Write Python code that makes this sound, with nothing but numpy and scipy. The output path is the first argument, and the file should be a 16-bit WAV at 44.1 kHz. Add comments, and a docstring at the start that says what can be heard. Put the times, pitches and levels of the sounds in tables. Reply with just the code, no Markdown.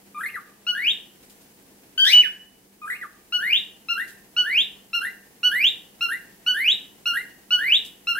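"""A small, hard-walled room: a cockatiel whistles in its wire cage, close to a stereo microphone.
A typical call opens on a reedy held note, breaks and glides up into a pure whistle. After two soft
warbles and one loud call the bird alternates long and short rises. The room smears every glide;
faint rustles, a hum and a hush that swells with the calls lie beneath."""
import sys
import numpy as np
from scipy import signal
from scipy.fft import rfft, irfft, next_fast_len
from scipy.io import wavfile
from scipy.ndimage import uniform_filter1d

SR = 44100
rng = np.random.default_rng(int(sys.argv[2]) if len(sys.argv) > 2 else 0)


def write(x):
    x = np.atleast_2d(x).T
    wavfile.write(sys.argv[1], SR, np.round(np.clip(x, -1, 1) * 32767).astype(np.int16))

N = 361179


def from_db(db):
    """Decibels to gain."""
    return 10 ** (np.asarray(db) / 20)


def rms_one(x):
    """Scale to unit rms."""
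    return x / np.sqrt(np.mean(x ** 2) + 1e-20)


def at_hz(points, hz):
    """Read a table on a log-frequency axis."""
    table_hz, value = np.transpose(points)
    return np.interp(np.log(np.maximum(hz, 1)), np.log(table_hz), value)


def at_times(points, t):
    """Read a table on a time axis."""
    return np.interp(t, *np.transpose(points))


def drift(rate_hz, size):
    """Low-passed random wander, spread 1."""
    run_in = SR // 2
    lowpass = signal.butter(2, rate_hz, fs=SR, output="sos")
    return rms_one(signal.sosfilt(lowpass, rng.standard_normal(size + run_in)))[run_in:]


def stereo(mid, side, correlation):
    """Left and right of given correlation, from two unrelated signals."""
    return np.sqrt(1 + correlation) * mid + np.sqrt(1 - correlation) * side * [[1], [-1]]


def noise(colour, correlation=None):
    """Coloured stereo noise, rms 1."""
    size = next_fast_len(N)
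    hz = np.fft.rfftfreq(size, 1 / SR)
    mid, side = rfft(rng.standard_normal((2, size))) * from_db(at_hz(colour, hz))
    spectrum = stereo(mid, side, at_hz(correlation, hz) if correlation else 0)
    return rms_one(irfft(spectrum, size)[:, :N])


def add(track, sound, start_s):
    """Mix a sound into a track."""
    i = round(start_s * SR)
    track[..., i:i + sound.shape[-1]] += sound[..., :N - i]


def port_lead_s(left_deg, spacing_m=.14, sound_m_per_s=343):
    """Arrival lead at the left and right microphone ports."""
    return spacing_m * np.sin(np.radians(left_deg)) / sound_m_per_s * np.array([[.5], [-.5]])


def activity(x, half_db=-24, lag_s=.08):
    """Lagging level follower, 0-1."""
    level = np.sqrt(np.abs(uniform_filter1d(x[0] ** 2, size=441)))
    pole = np.exp(-1 / (lag_s * SR))
    return signal.lfilter([1 - pole], [1, -pole], level / (level + from_db(half_db)))


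# Hush spectrum: freq_hz, relative_density_db
HUSH_COLOUR = [(15, -39.5), (25, -8), (91, -13), (178, -5.5), (281, -4), (495, -7), (567, -13),
               (703, -10.5), (1270, -17), (1850, -11.5), (2700, -10), (3000, -10), (3340, -12.5),
               (11500, -7.5), (15500, -8)]
# Hush left-right likeness: freq_hz, correlation
HUSH_CORRELATION = [(50, 0.41), (150, 1), (300, 0.76), (550, 0.47), (1200, 0), (4000, 0), (15000, 0)]
# Slow hush contour: time_s, base_level_db
HUSH_LEVEL = [(0, -57.5), (.6, -59.5), (1.2, -57), (1.9, -57.5), (2.6, -60.5), (3.4, -58), (6, -57),
              (8.19, -57.5)]


def hush(swell, split_hz=2000, low_db=3, hiss_db=1, low_swell_db=8.5, hiss_swell_db=4, flutter_db=1):
    """Fluttering low room noise under a fine hiss; both rise with swell (0-1)."""
    base_db = at_times(HUSH_LEVEL, np.arange(N) / SR)
    air = noise(HUSH_COLOUR, HUSH_CORRELATION)
    low = rms_one(signal.sosfilt(signal.butter(1, split_hz, fs=SR, output="sos"), air))
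    hiss = rms_one(signal.sosfilt(signal.butter(3, split_hz, "high", fs=SR, output="sos"), air))
    low *= from_db(base_db + low_db + low_swell_db * swell + flutter_db * drift(22, N))
    hiss *= from_db(base_db + hiss_db + hiss_swell_db * swell)
    return low + hiss


def hum(pitch_hz=200, level_db=-66, waver_hz=2, waver_db=3):
    """Faint tone, wavering in pitch and level."""
    phase = 2 * np.pi * np.cumsum(pitch_hz + waver_hz * drift(3.8, N)) / SR
    return np.sqrt(2) * np.sin(phase) * from_db(level_db + waver_db * drift(5.6, N))


# Note shapes, before each call's stretch and tuning. glide: time_s, pitch_hz
LONG_RISE = dict(glide=[(0, 1484), (.028, 1505), (.072, 1455), (.135, 1954), (.16, 2132), (.198, 2572),
             (.239, 3413), (.26, 3829), (.274, 3860)],
             reedy_s=0.0462, opening_db=2, reedy_db=10.5, tilt_db=-0.5, whistle_reedy_db=-46, rough=0.2, sizzle_db=-23.5, trill_share=.02, trill_hz=60, release_s=0.017, release_db=-21.5)
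SHORT_RISE = dict(glide=[(0, 1437), (.023, 1441), (.05, 1386), (.079, 1369), (.104, 1630), (.126, 1945),
              (.162, 2070)],
              reedy_s=0.03996, opening_db=-0.5, reedy_db=10.5, tilt_db=0, whistle_reedy_db=-40, rough=.21, sizzle_db=-22.5, trill_share=0.078, trill_hz=59.72, release_s=0.043, release_db=-14.5)
WARBLE = dict(glide=[(0, 1288), (.033, 1173), (.06, 1296), (.092, 1740), (.117, 1980), (.135, 2150),
          (.158, 2900)],
          reedy_s=.022, opening_db=5.5, reedy_db=-11.5, tilt_db=-12, whistle_reedy_db=-40, rough=0.31, sizzle_db=-16, trill_share=0.203, trill_hz=37.14, release_s=0.04, release_db=-24)
SOFT_FALL = dict(glide=[(0, 2120), (.013, 2030), (.027, 1420), (.037, 1230), (.056, 1130)],
             reedy_s=0, opening_db=-1, reedy_db=-40, tilt_db=-12, whistle_reedy_db=-45, rough=0.27, sizzle_db=-18, trill_share=0, trill_hz=38, release_s=.008, release_db=-16.5)
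LOUD_CALL = dict(glide=[(0, 1545), (.03, 1581), (.068, 1544), (.095, 1734), (.143, 2394), (.157, 2955),
             (.24, 2950), (.263, 1840), (.298, 1424)],
             reedy_s=0.14, opening_db=-1.5, reedy_db=13.5, tilt_db=.5, whistle_reedy_db=-8, rough=0.56, sizzle_db=-39.5, trill_share=0, trill_hz=60, release_s=0.02, release_db=-5.5)
# Whistle loudness as heard in the room, peak near 3 kHz, dip just below: pitch_hz, fundamental_db
LEVEL_BY_PITCH = [(1150, -34.5), (1400, -32), (1520, -30), (1900, -24.5), (2200, -24.5), (2480, -20),
                  (2680, -24.5), (2880, -12), (3100, -16), (3400, -16.5), (3900, -21.5)]


def gesture(note, t, rough_octaves_per_s=3.67, held_rough=.04, falling_share=.28, falling_db=-7):
    """Control curves of a note: the voice breaks from reed to whistle; gliding unsettles it."""
    scoop_s, scoop_share, scoop_db = .009, .09, -10
    break_s, trill_decay_s, reed_fade_db_per_s = .038, .043, 520
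    sizzle_held_db, sizzle_knee_hz, sizzle_db_per_octave = -15.5, 2150, -40.5
    hz = at_times(note["glide"], t)
    speed = uniform_filter1d(np.gradient(np.log2(hz), t), size=600) / rough_octaves_per_s
    unsettled = np.tanh(np.abs(speed)) * np.where(speed > 0, 1, falling_share)
    rough = held_rough + (note["rough"] - held_rough) * unsettled

    since_reed_s = np.maximum(t - note["reedy_s"], 0)
    since_break_s = np.maximum(since_reed_s - break_s, 0)
    trill = note["trill_share"] * np.sin(2 * np.pi * note["trill_hz"] * since_break_s)
    hz *= 1 + trill * np.exp(-since_break_s / trill_decay_s)

    scoop = np.exp(-t / scoop_s)   # notes start flat and soft
    opening = np.maximum(1 - since_reed_s / break_s, 0)
    release = np.maximum(1 - (t[-1] - t) / note["release_s"], 0)
    level_db = at_hz(LEVEL_BY_PITCH, hz) + scoop_db * scoop
    level_db += note["opening_db"] * opening + note["release_db"] * release
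    level_db += falling_db * np.tanh(np.minimum(speed, 0)) ** 2

    reed_db = np.maximum(note["reedy_db"] - reed_fade_db_per_s * since_reed_s, note["whistle_reedy_db"])
    sizzle_db = note["sizzle_db"] + sizzle_held_db * (1 - unsettled)
    sizzle_db += sizzle_db_per_octave * np.maximum(np.log2(hz / sizzle_knee_hz), 0)
    return hz * (1 - scoop_share * scoop), level_db, reed_db, sizzle_db, rough


# Beak colour of the reedy overtones and of the sizzle: freq_hz, gain_db
REED_COLOUR = [(2400, -1.5), (3000, 0), (3500, -5), (4400, -17.5), (5800, -20.5), (7200, -46.5),
               (8700, -35.5), (10000, -45), (11700, -26), (13000, -39.5), (14700, -33), (16000, -50)]
SIZZLE_COLOUR = [(2500, -22), (4200, -23.5), (5500, -33), (7500, -13.5), (9000, -12), (11000, 4.5),
                 (12500, -6), (14000, -17), (15500, -21.5)]
# Faint second partial of the whistle: freq_hz, gain_db
SECOND_PARTIAL = [(3000, -33.5), (4500, -26.5), (6000, -34.5), (7500, -30)]


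def syrinx(note, stretch, tune, extra_reed_db, treble_db, left_deg):
    """Vibrating membranes heard through the beak: one stereo call, plus sizzle and rasp envelopes."""
    catch_rate_hz, catch_share, catch_db, full_catch_rough = 70, .011, 1.4, .2
    waver_rate_hz, waver_share = 46, .0012
    jitter_rate_hz, jitter_share, shimmer_db, flicker_db = 200, .04, 3, 4.5
    attack_s, beak_rest_hz, beam_from_hz = .0014, 1850, 5560
    t = np.arange(int(note["glide"][-1][0] * stretch * SR)) / SR
    hz, level_db, reed_db, sizzle_db, rough = gesture(note, t / stretch)
    # the beak opens as the note climbs, lifting the sizzle's resonance
    beak_ratio = np.sqrt(np.maximum(hz / beak_rest_hz, 1))

    # glides move in small catches; a rough voice also flutters fast
    catches = np.minimum(rough / full_catch_rough, 1) ** 2 * drift(catch_rate_hz, len(t))
    waver = waver_share * drift(waver_rate_hz, len(t))
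    jitter = jitter_share * rough * drift(jitter_rate_hz, len(t))
    hz *= tune * (1 + catch_share * catches) * (1 + waver + jitter)
    level_db += catch_db * catches + shimmer_db * rough * drift(jitter_rate_hz, len(t))
    level = from_db(level_db) * np.minimum(t / attack_s, 1)

    phase = 2 * np.pi * (np.cumsum(hz) / SR + hz * port_lead_s(left_deg))
    voice = np.sin(phase)
    for k in range(2, 13):
        partial_hz = k * hz
        tilt_db = note["tilt_db"] * (k - 2)
        reedy = from_db(reed_db + extra_reed_db + at_hz(REED_COLOUR, partial_hz) + tilt_db)
        whistled = from_db(sizzle_db + at_hz(SIZZLE_COLOUR, partial_hz / beak_ratio))
        if k == 2:
            whistled += from_db(at_hz(SECOND_PARTIAL, partial_hz))
        whistled *= from_db(flicker_db * drift(jitter_rate_hz, len(t)))
        beam = from_db(treble_db * np.clip(np.log2(partial_hz / beam_from_hz), 0, 1))
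        voice += beam * np.hypot(reedy, whistled) * (partial_hz < SR / 2) * np.sin(k * phase)
    sizzle = level * from_db(sizzle_db + treble_db)
    rasp = rough ** 3 * from_db(.6 * reed_db)
    return np.sqrt(2) * level * voice, np.array([sizzle, rasp])


# Calls: start_s, note, length_ratio, pitch_ratio, gain_db, extra_reed_db, treble_db, pan_db, left_deg
CALLS = [(0.145, WARBLE, 1.0, 1.0, -3.5, 5, -4.5, 2.5, 4),
         (.342, SOFT_FALL, 0.89, 1.01, 4, -9, 4, 4.8, 3.66),
         (.666, LONG_RISE, 0.97, 0.98, -3.5, -0.5, -1.5, 2.6, 7.7),
         (1.977, LOUD_CALL, 1, 1.003, 1.5, -1, -5.5, 4.5, 12.8),
         (2.816, WARBLE, 0.97, 1.017, -3.5, 2.5, -5, 2, 18.6),
         (3.012, SOFT_FALL, 0.93, 1.0, 3, 0, 1, -1, 15.6),
         (3.323, LONG_RISE, 0.99, 0.982, -1, -2, -2, 1.5, 9.3),
         (3.885, SHORT_RISE, 1.01, 0.985, -0.5, -0.5, 0.5, 3, 7.5),
         (4.364, LONG_RISE, 1, 0.99, -0.5, 0.5, -1.5, -0.5, 5.7),
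         (4.931, SHORT_RISE, 1.063, 0.99, 0, 1, 0.5, 0.5, 3),
         (5.431, LONG_RISE, 1.0, 0.99, 0.5, 1, 1.5, -2, 3.4),
         (6.008, SHORT_RISE, 1.015, 0.99, 1, 0.5, 1.5, -0.5, 3.5),
         (6.463, LONG_RISE, 1.029, 1, 0, 0.5, 0, -1, 2.8),
         (7.056, SHORT_RISE, 1.016, 1.006, 1.5, 2, 1, -0.2, 3.4),
         (7.506, LONG_RISE, 1.021, 0.99, 0.5, 1, 0, -0.8, 7.2),
         (8.07, SHORT_RISE, 1.055, 0.99, 1, 1, 3, 0, 5.1)]
# Rasp of a rough voice: freq_hz, relative_density_db
RASP_COLOUR = [(900, -37.5), (1800, -8), (3600, -1), (5000, 3.5), (6200, -2.5), (7300, -9), (8800, -5.5),
               (11500, -18.5), (14000, -27), (15500, -29.5)]


def cockatiel(sizzle_gain_db=-10, rasp_gain_db=-27):
    """All calls, each from where the bird sits, with their air noise."""
    voice, air = np.zeros((2, N)), np.zeros((2, N))
    for start_s, note, stretch, tune, gain_db, extra_reed_db, treble_db, pan_db, left_deg in CALLS:
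        call, envelopes = syrinx(note, stretch, tune, extra_reed_db, treble_db, left_deg)
        add(voice, call * from_db(gain_db + pan_db * np.array([[.5], [-.5]])), start_s)
        add(air, envelopes * from_db(gain_db), start_s)
    sizzle = from_db(sizzle_gain_db) * air[0] * noise(SIZZLE_COLOUR)
    rasp = from_db(rasp_gain_db) * air[1] * noise(RASP_COLOUR)
    return voice + sizzle + rasp


# Reflections off tray, walls and ceiling: delay_s, gain_db, left_deg
REFLECTIONS = [(.0031, -25.5, -17), (.0068, -14.5, 12), (0.0092, -9.5, -19), (0.0173, -20.5, 18),
               (0.0251, -15, -16)]


def first_echoes(x):
    """Hard reflections; they beat against each glide and break it into beads."""
    size = next_fast_len(N + SR // 10)
    hz = np.fft.rfftfreq(size, 1 / SR)
    paths = sum(from_db(gain_db) * np.exp(-2j * np.pi * hz * (delay_s - port_lead_s(left_deg)))
                for delay_s, gain_db, left_deg in REFLECTIONS)
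    return irfft(rfft(x[0], size) * paths, size)[:, :N]


# Tail decay: freq_hz, t60_s
REVERB_T60 = [(500, 0.65), (1500, 0.42), (3000, 0.34), (6000, 0.38), (14000, 0.47)]
# Reverb colour: freq_hz, gain_db
REVERB_GAIN = [(700, 1.5), (1700, 0), (3000, 1), (6000, -2), (11000, 5)]
# Reverb left-right likeness: freq_hz, correlation
REVERB_CORRELATION = [(700, .45), (1500, .6), (3000, .8), (6000, .3), (14000, 0)]


def reverb(x, build_up_s=.008, early_db=-4, early_t60_s=.1):
    """Diffuse room sound: build-up, quick early decay, then a tail longest in the low bands."""
    t = np.arange(int(.7 * SR)) / SR
    mid, side = rng.standard_normal((2, len(t))) * np.minimum(t / build_up_s, 1)
    early = from_db(early_db) * rms_one(from_db(-60 * t / early_t60_s))
    edges_hz = np.geomspace(500, 18000, 9)
    response = 0
    for low_hz, high_hz in zip(edges_hz, edges_hz[1:]):
        hz = np.sqrt(low_hz * high_hz)
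        tail = rms_one(from_db(-60 * t / at_hz(REVERB_T60, hz)))
        decay = from_db(at_hz(REVERB_GAIN, hz)) * np.hypot(tail, early)
        band = signal.butter(2, [low_hz, high_hz], "band", fs=SR, output="sos")
        response += decay * signal.sosfilt(band, stereo(mid, side, at_hz(REVERB_CORRELATION, hz)))
    return signal.fftconvolve(x[:1], response / np.sqrt(2 * len(t)), axes=1)[:, :N]


# Soft rustles: start_s, length_s, level_db
RUSTLES = [(1.226, 0.043, -56), (1.295, .03, -52), (1.404, .05, -59.5), (4.074, 0.06347, -49.5),
           (6.319, 0.044, -64), (7.843, 0.042, -46)]
# Rustle spectrum: freq_hz, relative_density_db
RUSTLE_COLOUR = [(1000, -19.5), (3000, -2), (6000, -4), (9000, -4.5), (13000, -4), (16000, -16.5)]


def rustles(grain_db=3, grain_rate_hz=200):
    """Short grainy brushes that swell fast and fade."""
    envelope = np.zeros(N)
    for start_s, length_s, level_db in RUSTLES:
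        age = np.arange(SR // 3) / SR / (length_s / 4)
        add(envelope, from_db(level_db) * age * np.exp(1 - age), start_s)
    return envelope * from_db(grain_db * drift(grain_rate_hz, N)) * noise(RUSTLE_COLOUR)


def scene():
    """Bird and rustles in the room, over hush and hum."""
    direct = cockatiel() + rustles()
    return direct + first_echoes(direct) + reverb(direct) + hush(activity(direct)) + hum()


def record(dry):
    """Microphone: deepest bass shed, top cut steeply."""
    low_cut_hz, high_cut_hz = 26, 15700
    dry = signal.sosfilt(signal.butter(3, low_cut_hz, "high", fs=SR, output="sos"), dry)
    return signal.sosfilt(signal.ellip(10, .1, 80, high_cut_hz, fs=SR, output="sos"), dry)


dry = scene()
out = record(dry)
write(out)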